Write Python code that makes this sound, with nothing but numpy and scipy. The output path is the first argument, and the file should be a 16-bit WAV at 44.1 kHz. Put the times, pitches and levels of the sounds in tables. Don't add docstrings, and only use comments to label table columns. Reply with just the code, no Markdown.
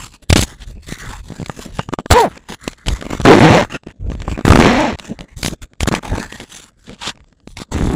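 import sys
import numpy as np
from scipy import signal
from scipy.fft import rfft, irfft, next_fast_len
from scipy.io import wavfile
from scipy.ndimage import uniform_filter1d, map_coordinates

SR = 44100
rng = np.random.default_rng(int(sys.argv[2]) if len(sys.argv) > 2 else 0)


def generate_wav(signal):
    frames = np.transpose(np.atleast_2d(signal))
    scaled = np.clip(frames, -1, 1) * 32767
    pcm = np.round(scaled).astype(np.int16)
    wavfile.write(sys.argv[1], SR, pcm)


def amplitude_ratio(level_db):
    exponent = np.asarray(level_db, float) / 20
    return 10 ** exponent


N = 350683


def unit(x):
    return x / np.sqrt(np.mean(x ** 2) + 1e-20)


def steady(x):
    return x / np.sqrt(np.abs(uniform_filter1d(x ** 2, size=2000)) + 1e-9)


def curves(rows):
    s, *columns = np.transpose(rows)
    return [np.interp(np.arange(N) / SR, s, column) for column in columns]


def wobble(rate):
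    knots = rng.standard_normal(int(N * rate / SR) + 4)
    return map_coordinates(knots, [np.arange(N) * rate / SR])


def filtered(x, response):
    m = next_fast_len(N + SR // 2)
    return irfft(rfft(x, m) * response(np.fft.rfftfreq(m, 1 / SR)), m)[:N]


def hiss(spectrum):
    f, level = np.transpose(spectrum)
    colour = lambda hz: amplitude_ratio(np.interp(np.log(hz + 1), np.log(f), level))
    return unit(filtered(rng.standard_normal(N), colour))


def patchy(spectrum, patchy_db):
    z = signal.stft(hiss(spectrum), nperseg=512)[2]
    field = uniform_filter1d(rng.standard_normal(z.shape), size=6, axis=0)
    field = uniform_filter1d(field, size=24, axis=1)
    return signal.istft(z * amplitude_ratio(patchy_db * unit(field)), nperseg=512)[1][:N]


def resonant(x, modes):
    def response(f):
        return sum((-1) ** k * amplitude_ratio(db) * 1j * f * width / (centre ** 2 - f * f + 1j * f * width)
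                   for k, (centre, width, db) in enumerate(modes))
    return filtered(x, response)


# (start [s], hold [s], level [dB], brightness [dB], weight on capsule [dB])
SLOW_BRUSHES = [(0, 0.041, -35.5, 5, -2), (.83, .04, -50.5, 5, 9), (.47, 0.046, -42.5, 4, 9),
                (.68, 0.023, -49.5, 5, 20), (.89, 0.043, -36.5, 5, 4.5), (1.0, 0.16, -39, 3.5, 3),
                (1.1, 0.045, -49, -5.5, 26), (1.28, 0.55, -46, 1.5, 10.5), (1.74, 0.02, -52.5, 9, -9),
                (2.13, 0.085, -31.5, 9.5, 6), (2.31, 0.056, -42, -4.5, 1), (2.63, 0.068, -41, 1.5, -1),
                (2.79, 0.18, -51.5, 0, -14), (2.95, 0.15, -39, -3, 5), (3.115, 0.037, -29.5, -1, 0.5),
                (3.25, 0.36, -26.5, -0.5, 5.5), (4.11, 0.12, -45, -3, 19), (4.23, .2, -43, -7, 0),
                (4.6, 0.21, -26.5, -5, 4.5), (5.0, 0.1, -39.5, -2.5, -18), (6.05, 0.18, -31.5, -2.5, 1.5),
                (6.31, 0.12, -39.5, 0.5, -3.5), (6.52, 0.075, -37, 4.5, -21), (6.88, 0.033, -45, -9.5, -2)]
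QUICK_SCUFFS = [(.225, 0.014, -48, 7.5, 14.5), (.298, 0.0077, -34.5, 15.5, 11), (.36, 0.081, -27, 9.5, 7),
                (1.79, 0.022, -34, -10.5, -8), (1.927, 0.014, -34.5, 0.5, 0), (1.988, 0.012, -35.5, -5, -3),
                (2.111, 0.025, -25, 11.5, 14.5), (2.49, 0.057, -34, 0.5, -1),
                (2.872, 0.065, -34.5, 3.5, 15), (3.7, 0.063, -28, -5.5, -15), (3.865, 0.048, -47, -10, 8),
                (4.0, 0.092, -57, -8, 35), (4.45, 0.22, -24, -1.5, 5.5), (5.2, 0.042, -48, -2.5, 11),
                (5.37, 0.051, -43, 9, 10.5), (5.43, 0.054, -36, 15, 14), (5.5, 0.037, -38, 2, 10),
                (5.62, 0.018, -37.5, 4.5, 13), (5.805, 0.029, -34.5, 7, 12),
                (5.875, 0.0081, -21.5, 7, -1.5), (5.92, 0.063, -26.5, -3.5, 5.5), (.333, .022, -40, 8, 8),
                (.128, 0.029, -40.5, 0.5, -10), (7.57, 0.062, -33.5, 2, -4), (7.72, .25, -32.5, 1, 16.5)]
SWELLING_DRAGS = [(1.59, 0.074, -37, 2.5, -2), (0.623, 0.013, -43, 3.5, 9.5), (1.26, 0.019, -48.5, 6, 12),
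                  (0.755, 0.038, -60, -5, 32.5), (2.42, 0.081, -58, -2, 1), (4.3, 0.034, -36.5, 0.5, 20),
                  (5.1, 0.025, -44.5, -39.5, 2), (5.29, 0.049, -52.5, -4.5, 3),
                  (6.11, 0.028, -35, -23, 11.5), (6.64, 0.047, -51, 4, -2), (6.8, 0.062, -60, 6.5, 8),
                  (7.03, 0.081, -35, -2, -4), (7.49, 0.04, -59.5, 12, 7), (4.7, 0.047, -42, -16, 14)]
HANDS_AT_REST = [-70.5, -72, -63, -55]


def hands():
    time = np.arange(0, N, 32) / SR
    fuzz_rest_db = -100
    power = amplitude_ratio(2 * np.array([*HANDS_AT_REST, fuzz_rest_db]))[:, None]
    kinds = (SLOW_BRUSHES, 630, 320), (QUICK_SCUFFS, 3300, 1440), (SWELLING_DRAGS, 580, 960)
    for moves, rise, fall in kinds:
        s, hold, db, bright, weight = np.transpose(moves)[..., None]
        edge_db = -rise * np.maximum(s - time, 0) - fall * np.maximum(time - s - hold, 0)
        cloth_db = -3 + 0.4 * weight - 0.54 * bright + edge_db
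        thump_db = weight + 0.62 * edge_db
        fuzz_db = -14.5 + 1.46 * bright + edge_db
        layers = [bright + edge_db, edge_db, cloth_db, thump_db, fuzz_db]
        power = power + amplitude_ratio(2 * (db + np.array(layers))).sum(axis=1)
    return [np.interp(np.arange(N) / SR, time, 10 * np.log10(p)) for p in power]


# (frequency [Hz], level [dB per Hz])
PILE_COLOUR = [(1470, -51), (2500, -25), (3460, -4.5), (5270, -11.5), (7650, -6), (8530, -18.5),
               (10200, -31.5), (16000, -79)]
WEAVE_COLOUR = [(550, -21.5), (850, 3.5), (1300, 1), (1790, 3.5), (2300, -0.5), (3000, -3.5), (4500, -40),
                (9000, -86)]
CLOTH_COLOUR = [(100, -10), (200, 2.5), (400, -8), (650, -12), (1100, -45), (3000, -100)]
THUMP_COLOUR = [(15, -19), (30, 10), (70, 7), (150, -3), (300, -48), (1200, -110)]
FUZZ_COLOUR = [(7000, -36.5), (9400, 2.5), (11500, -11), (14500, -10), (16000, -23.5)]


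def fleece():
    hiss_db, scrape_db, cloth_db, thump_db, fuzz_db = hands()
    catch = 1.4 * wobble(35) + 3.3 * wobble(160) + 2.82 * wobble(900)
    low = amplitude_ratio(cloth_db + 4.5) * unit(amplitude_ratio(0.88 * catch + 5.7 * wobble(40)) * hiss(CLOTH_COLOUR))
    tears = (rng.random(N) < 45 / SR) * rng.exponential(size=N)
    catch = catch + 5 * np.minimum(signal.lfilter([1], [1, -.99], tears), 2)
    tips = amplitude_ratio(fuzz_db) * unit(amplitude_ratio(catch) * patchy(FUZZ_COLOUR, patchy_db=4.5))
    top = amplitude_ratio(hiss_db - 3.5) * unit(amplitude_ratio(catch) * patchy(PILE_COLOUR, patchy_db=3))
    middle = amplitude_ratio(scrape_db - 0.98) * unit(amplitude_ratio(0.93 * catch) * patchy(WEAVE_COLOUR, patchy_db=4.5))
    thump = amplitude_ratio(thump_db + 1.0) * unit(amplitude_ratio(5.5 * wobble(15)) * hiss(THUMP_COLOUR))
    quiet = amplitude_ratio(-16 * uniform_filter1d(pulling(), size=400))
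    return quiet * (middle + low) + quiet ** 0.25 * (top + tips) + np.sqrt(quiet) * thump


# (time [s], crack [dB], push [dB], push pitch [Hz])
NAIL_CRACKLES = [(0.3031, -7, -3, 68.5), (0.3277, -1, 0.5, 76.8), (0.3592, -7.5, -3, 201),
                 (0.3808, -11.5, -10, 88.5), (.393, -13, -5.5, 67), (.425, -14.5, -12, 137),
                 (1.4606, -23, -42, 80), (2.376, -31, -34, 181), (2.6782, -14.5, -10.5, 247),
                 (2.732, -31, -63, 150), (2.8836, -12.5, -12.5, 70), (3.2152, -20.5, -18.5, 74.83),
                 (4.988, -26, -53, 101.9), (4.997, -21.5, -48, 60.6), (5.2085, -27.5, -23, 167),
                 (5.431, -13.5, -21.5, 79), (5.4478, -16, -12.5, 189), (5.4613, -12, -15, 109),
                 (5.482, -19, -13, 192), (5.8064, -13, -22, 56.6), (5.832, -14, -10, 47.22),
                 (5.8861, -13.5, -6.5, 222), (5.924, -19, -17, 64), (5.95, -12.5, -34, 283),
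                 (6.325, -24, -25.5, 312), (6.401, -25.5, -22.5, 425), (7.475, -30.5, -24, 201),
                 (7.57, -26, -43, 200.4), (7.6016, -34, -24, 261), (7.6184, -25.5, -20, 183),
                 (0.3629, -11.5, -6, 257), (.367, -13.5, -8, 240), (0.3716, -15.5, -16, 220),
                 (.39, -15, -20, 150), (0.429, -20, -18, 200), (.435, -21, -16, 200)]
# (time [s], slap [dB], push [dB], push pitch [Hz])
FORCED_TEETH = [(1.4969, -14.5, -17, 134), (1.7928, -12, -12, 120), (1.889, -19.5, -19.5, 111),
                (1.9366, -13, -7.5, 300), (1.927, -25, -16.5, 200), (2.105, -15.5, -9.5, 330),
                (1.9878, -17.5, -17.5, 148), (2.06, -20, -19, 248.4), (2.1119, 2, -3.5, 87),
                (2.1225, -3.5, -1.5, 62.1), (3.0249, -17.5, -21, 238), (3.253, -1, -6, 177),
                (4.1175, -22, -18, 120), (4.2797, -20.5, -17.5, 75), (4.468, -14.5, -14, 150),
                (1.998, -25.5, -25, 150), (4.452, -7, -4, 113.5), (4.4801, -3.5, 2.5, 243.5),
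                (4.5038, 3, 5, 74.6), (4.52, -1, -1.5, 150), (4.5337, -2.5, 1, 213.6), (4.557, 0, 1, 200),
                (4.549, -12, -2, 170), (4.574, -6.5, -1.5, 224), (4.59, -8, 3, 209),
                (4.6001, -1.5, 1.5, 163.3), (5.8576, -24, -40.5, 52.2), (5.876, -12, -7, 130),
                (5.9144, -20, -16, 129.6), (5.94, -11.5, -11, 266)]
# (time [s], push [dB], push pitch [Hz])
CAPSULE_NUDGES = [(.924, -17, 150), (1.304, -21.5, 127), (1.322, -20.5, 156), (1.4, -18.5, 130),
                  (1.417, -18, 134), (1.429, -17.5, 108.6), (3.201, -13, 102.5), (3.8707, -20, 223),
                  (4.1006, -17.5, 49.7), (4.1518, -21.5, 193), (4.3254, -17, 140), (4.315, -19, 120),
                  (4.93, -19, 62), (4.948, -22, 60), (3.506, -5, 95), (5.968, -21.5, 150)]
# (time [s], peak [dB])
FIBRE_TICKS = [(3.8348, -33.5), (3.8845, -26.5), (4.0741, -38), (4.2016, -24), (4.2195, -20.5),
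               (4.2968, -24.5), (4.3149, -20), (4.361, -28), (5.19, -21.5), (5.7346, -32.5), (5.7548, -49),
               (6.3579, -23), (6.3839, -36), (6.412, -22), (6.8945, -21.5), (7.1563, -33), (7.1748, -35),
               (7.2046, -37), (7.2435, -40), (7.327, -39.5), (7.402, -43), (7.5044, -40), (7.516, -44),
               (6.965, -38), (6.981, -43), (6.998, -40), (6.163, -18), (1.787, -20), (2.861, -20),
               (2.868, -15), (3.013, -19.5), (.64, -33)]
# (time [s], peak [dB], push over it [dB], push pitch [Hz])
TAPE_SLIPS = [(0.657, -36, -3, 230), (0.976, -26, -2, 230), (1.806, -22.5, -4.5, 233.5),
              (2.138, -0.5, -1, 231), (2.903, -12.5, -1, 230), (2.927, -26, -3, 230), (2.945, -28, 1, 230),
              (2.979, -35, -6, 228), (3.054, -13, -5, 230), (3.066, -11.5, 1.5, 230),
              (3.096, -14, -1.5, 230), (3.11, -6, -1.5, 230), (3.133, -11, 5, 230), (3.151, -13.5, 3, 230),
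              (3.207, -11.5, -2.5, 230), (3.261, 4, -4, 230), (3.626, -4, 1, 230.5), (3.634, -12, -1, 230),
              (3.648, -7, -10, 230), (4.253, -26, -3, 230), (4.284, -12.5, 5, 230), (4.377, -10, 1, 230),
              (4.391, -10.5, 5, 230), (4.41, -11.5, 0, 230), (4.612, 0.5, -3.5, 230.6),
              (4.622, -0.5, -5, 233), (4.633, -3, -4, 230), (4.646, 3, -7.5, 230), (4.925, -14.5, 2, 230),
              (4.953, -19.5, -6, 230), (5.991, -13, -6, 230), (6.034, -13, -6, 230), (6.057, -16, -6, 230),
              (6.183, -9.5, -1, 230), (7.719, -29, -3, 230), (7.726, -22.5, -3, 230), (7.742, -9, -5, 230),
              (7.784, -9.5, -3, 230), (7.807, -11, -4, 230)]


def contacts():
    nails = [(s, db, push, hz, db - 9) for s, db, push, hz in NAIL_CRACKLES]
    teeth = [(s, slap - 11.5, push, hz, slap) for s, slap, push, hz in FORCED_TEETH]
    nudges = [(s, push - 13.5, push, hz, push - 24) for s, push, hz in CAPSULE_NUDGES]
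    ticks = [(s, db - 8, db - 10, 120, db - 10.5) for s, db in FIBRE_TICKS]
    slips = [(s, db - 23, db + push - 7, hz, db - 14) for s, db, push, hz in TAPE_SLIPS]
    return teeth + nails + nudges + ticks + slips


# (frequency [Hz], level [dB per Hz])
CRACK_COLOUR = [(500, -20.5), (1500, -6), (2200, 6), (4800, -1.5), (7600, -6), (11000, -15), (16000, -44)]
SLAP_COLOUR = [(250, -15.5), (500, 9), (1200, 3), (1700, 0), (3000, -51)]


def snaps():
    lead = SR // 100
    out = np.zeros(N + SR)
    t = np.arange(-lead, SR // 12) / SR
    after = np.maximum(t, 0)
    dry = np.pad(hiss(CRACK_COLOUR), (0, SR))
    slap = np.pad(hiss(SLAP_COLOUR), (0, SR))
    ring = 0.22 * np.sin(2 * np.pi * 1200 * after) * amplitude_ratio(-60 * after / 0.034)
    events = contacts()
    chance = rng.standard_normal((len(events), 2))
    for (s, db, push_db, push_hz, slap_db), (side, long) in zip(events, chance):
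        start = round(s * SR) - lead
        now = slice(start, start + len(t))
        t60 = 0.011 * amplitude_ratio(0.17 * (max(db, slap_db) + 24.5) + 1.6 * long)
        burst = np.where(t < 0, 0.047 * np.exp(t / 0.00063), amplitude_ratio(-60 * after / t60))
        burst = uniform_filter1d(burst, size=14)
        build = -.6 * np.exp(t * push_hz * 1.9) * (1 + t * SR / lead)
        release = np.cos(2 * np.pi * push_hz * t - .6) * amplitude_ratio(-60 * after * push_hz / 3.7)
        strain = uniform_filter1d(np.where(t < 0, build, release), size=24)
        push = np.sign(side) * uniform_filter1d(strain, size=10)
        crack = burst * uniform_filter1d(dry[now], size=1 + int(db < -22) + int(db < -30))
        out[now] += amplitude_ratio(db + 3.5) * crack + amplitude_ratio(push_db + 4.5) * push
        out[now] += amplitude_ratio(slap_db + 4.5) * (burst * slap[now] + ring)
    return out[:N]


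# (frequency [Hz], level [dB per Hz])
CUFF_COLOUR = [(290, -38), (500, -8), (1800, -5), (2230, -6.5), (3480, 0), (5280, -10), (7670, -12),
               (15500, -46.5)]
# (start [s], hold [s], level [dB])
CUFF_STROKES = [
    (7.015, 0.037, -34),
    (7.068, .034, -21),
    (6.875, 0.01193, -43),
    (6.915, 0.031, -44),
    (.622, 0.017, -39),
]
# (frequency [Hz], level [dB per Hz])
SKIN_COLOUR = [(900, -42), (1150, -1.5), (1600, -2), (2050, 0), (2350, -29), (4000, -68.5)]
# (start [s], hold [s], level [dB])
SKIN_STROKES = [
    (.49, 0.048, -44.5),
    (.585, .04, -57),
    (.89, 0.073, -43),
    (1.0, 0.078, -35.5),
    (1.07, .13, -46.5),
    (2.62, 0.072, -41.5),
    (2.78, .06, -52),
    (5.16, 0.1, -58),
]


def rubs():
    time, out = np.arange(N) / SR, 0
    rise, fall = 670, 1750
    for colour, strokes in (CUFF_COLOUR, CUFF_STROKES), (SKIN_COLOUR, SKIN_STROKES):
        level = sum(amplitude_ratio(db - rise * np.maximum(s - time, 0) - fall * np.maximum(time - s - hold, 0))
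                    for s, hold, db in strokes)
        grain = amplitude_ratio(2.5 * wobble(200) + 1.8 * wobble(800))
        out = out + level * unit(grain * hiss(colour))
    return out


# (time [s], tooth pairs [1/s], effort [dB])
FAST_PULL = [(2.125, 410, -15.5), (2.138, 427, -16.5), (2.174, 518, -4.5), (2.198, 464, -5),
             (2.224, 434, -10.5), (2.23, 408, -12), (2.242, 340, -7.5), (2.258, 256, -12.5),
             (2.29, 135, -27.5)]
ROUGH_PULL = [(3.248, 125, -7.5), (3.29, 127.1, 1.5), (3.315, 150, 2.5), (3.345, 139.7, -2),
              (3.375, 114.6, -8.5), (3.398, 115, -8)]
RESUMED_PULL = [(3.399, 119.8, -3), (3.42, 115.1, -4), (3.443, 156, -5.5), (3.495, 155, -9.5),
                (3.512, 94.9, -7.5), (3.55, 174.8, -6), (3.604, 190.2, -10.5), (3.62, 129.9, -12),
                (3.645, 91, -24.5)]
SLOW_PULL = [(4.6, 71.84, -8.5), (4.65, 94.95, -7.5), (4.685, 204.6, -9), (4.72, 245.7, -13.5),
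             (4.79, 290.1, -14), (4.855, 294.4, -16.5), (4.905, 220.2, -20), (4.925, 89.74, -28),
             (4.961, 61.68, -36.5)]
BACK_PULL = [
    (7.742, 82.72, -18.5),
    (7.831, 88.04, -20.5),
    (7.889, 123, -21.5),
    (7.955, 164.8, -20),
]
PULLS = FAST_PULL, ROUGH_PULL, RESUMED_PULL, SLOW_PULL, BACK_PULL


def pulling():
    time = np.arange(N) / SR
    return sum(np.clip(np.minimum(time - rows[0][0], rows[-1][0] - time) / 0.0053, 0, 1) for rows in PULLS)


# (second tooth size [ratio], its lag [turns], unevenness [0-1], tape tension [0-1], rattle [dB])
PULL_GAIT = [
    (0.6, 0.45, .07, .45, -13),
    (1, .36, .2, 0.37, -17),
    (.6, .38, .13, .52, -15),
    (0.2, 0.37, .1, 0.31, -13),
    (0.51, .35, .3, 0.2, -25.5),
]
RATTLE_FADE = [150, 5, 4.3, 17.8, 39]
ROCKING = [-2, -8.5, -5, -9, 1]
# (second over it [dB], third over it [dB])
ROCKING_OVERTONES = [
    [-29, -30],
    [-8, 3.5],
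    [-4.5, -7],
    [2.5, 1],
    [0, -13],
]
# (frequency [Hz], width [Hz], level [dB])
SLACK_TAPE = [(150, 159, 6), (391, 170, 11.5), (756, 630, 1.5)]
TAUT_TAPE = [(453, 450, 15.5), (935, 620, 10), (1400, 330, -5), (2106, 520, -7.5)]
JACKET_BOOM = [(210, 70, 0.0013)]
BOOM_LEVEL = [-29.5, -15, -12, -6, -1]
# (frequency [Hz], level [dB per Hz])
RATTLE_COLOUR = [(600, -8), (1000, -4), (2100, -5), (3000, -13), (4200, -16), (7500, -27), (9000, -43.5),
                 (16000, -56)]
# (frequency [Hz], width [Hz], depth [0-1])
HAND_SHADOWS = [(1400, 220, 0.4), (4800, 330, 0.6)]
# (time [s], length [s])
SLIDER_STICKS = [(3.361, 0.0054), (3.399, 0.014), (3.418, 0.0035), (3.618, 0.0059), (4.619, 0.0059),
                 (7.781, .006), (7.805, .006), (7.863, .009), (4.634, .004)]


def zipper():
    rate, knock_db = curves(np.concatenate(PULLS))
    rate = rate * (1 + .035 * wobble(45))
    time = np.arange(N) / SR
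    which = np.searchsorted([rows[-1][0] for rows in PULLS[:-1]], time)
    since = np.maximum(time - np.array([rows[0][0] for rows in PULLS])[which], 0)
    twin, lag, uneven, tension, rattle_db = np.transpose(PULL_GAIT)[:, which]
    tension = np.clip(tension + .0015 * (rate - 150), 0, 1)
    rattle_db = rattle_db + 0.6 * knock_db - np.array(RATTLE_FADE)[which] * since

    turns = np.cumsum(rate * (1 + .8 * uneven * wobble(120))) / SR
    size = amplitude_ratio(12 * uneven * rng.standard_normal((2, N)))
    left = np.diff(np.floor(turns), prepend=0) * size[0]
    right = np.diff(np.floor(turns - lag), prepend=-1) * size[1]
    teeth = left + twin * right
    soft = filtered(teeth, lambda hz: -1j / (1 + 1j * hz / 2000) ** 3)
    slack, taut = steady(resonant(soft, SLACK_TAPE)), steady(resonant(soft, TAUT_TAPE))
    knock = (1 - tension) * slack + tension * taut

    phase = 2 * np.pi * np.cumsum(rate) / SR
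    levels_db = [0, *np.transpose(ROCKING_OVERTONES)[:, which]]
    rocking_db = np.array(ROCKING)[which]
    sway = sum(amplitude_ratio(rocking_db + db + 5 * wobble(40)) * np.sin((k + 1) * phase)
               for k, db in enumerate(levels_db))
    boom = amplitude_ratio(np.array(BOOM_LEVEL)[which]) * steady(resonant(soft, JACKET_BOOM))

    burst = 0.46 + signal.lfilter([.2], [1, -.975], np.abs(uniform_filter1d(teeth, size=9)) * 9)

    def shadow(f):
        return np.prod([1 - np.clip(deep, 0, 1) * np.exp(-((f - hz) / wide) ** 2)
                        for hz, wide, deep in HAND_SHADOWS], axis=0)
    rattle = steady(filtered(burst * hiss(RATTLE_COLOUR), shadow))
    free = np.prod([1 - 0.86 * np.exp(-((time - s) / (.5 * span)) ** 4) for s, span in SLIDER_STICKS], axis=0)
    body = amplitude_ratio(knock_db - 2.13) * (steady(knock) + sway + boom)
    return free * pulling() * (body + amplitude_ratio(rattle_db + 6) * rattle)


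def scene():
    return (fleece() + snaps() + rubs() + zipper())[None]


def low_pass(x):
    return signal.sosfilt(signal.butter(12, 16370, fs=SR, output="sos"), x)


def record(dry):
    clipped = dry / (1 + np.abs(dry / .99) ** 16) ** (1 / 16)
    limited = filtered(clipped[0], lambda hz: 1 / (1 + (hz / 15900) ** 40))
    return low_pass(limited[None])


dry = scene()
out = record(dry)
generate_wav(out)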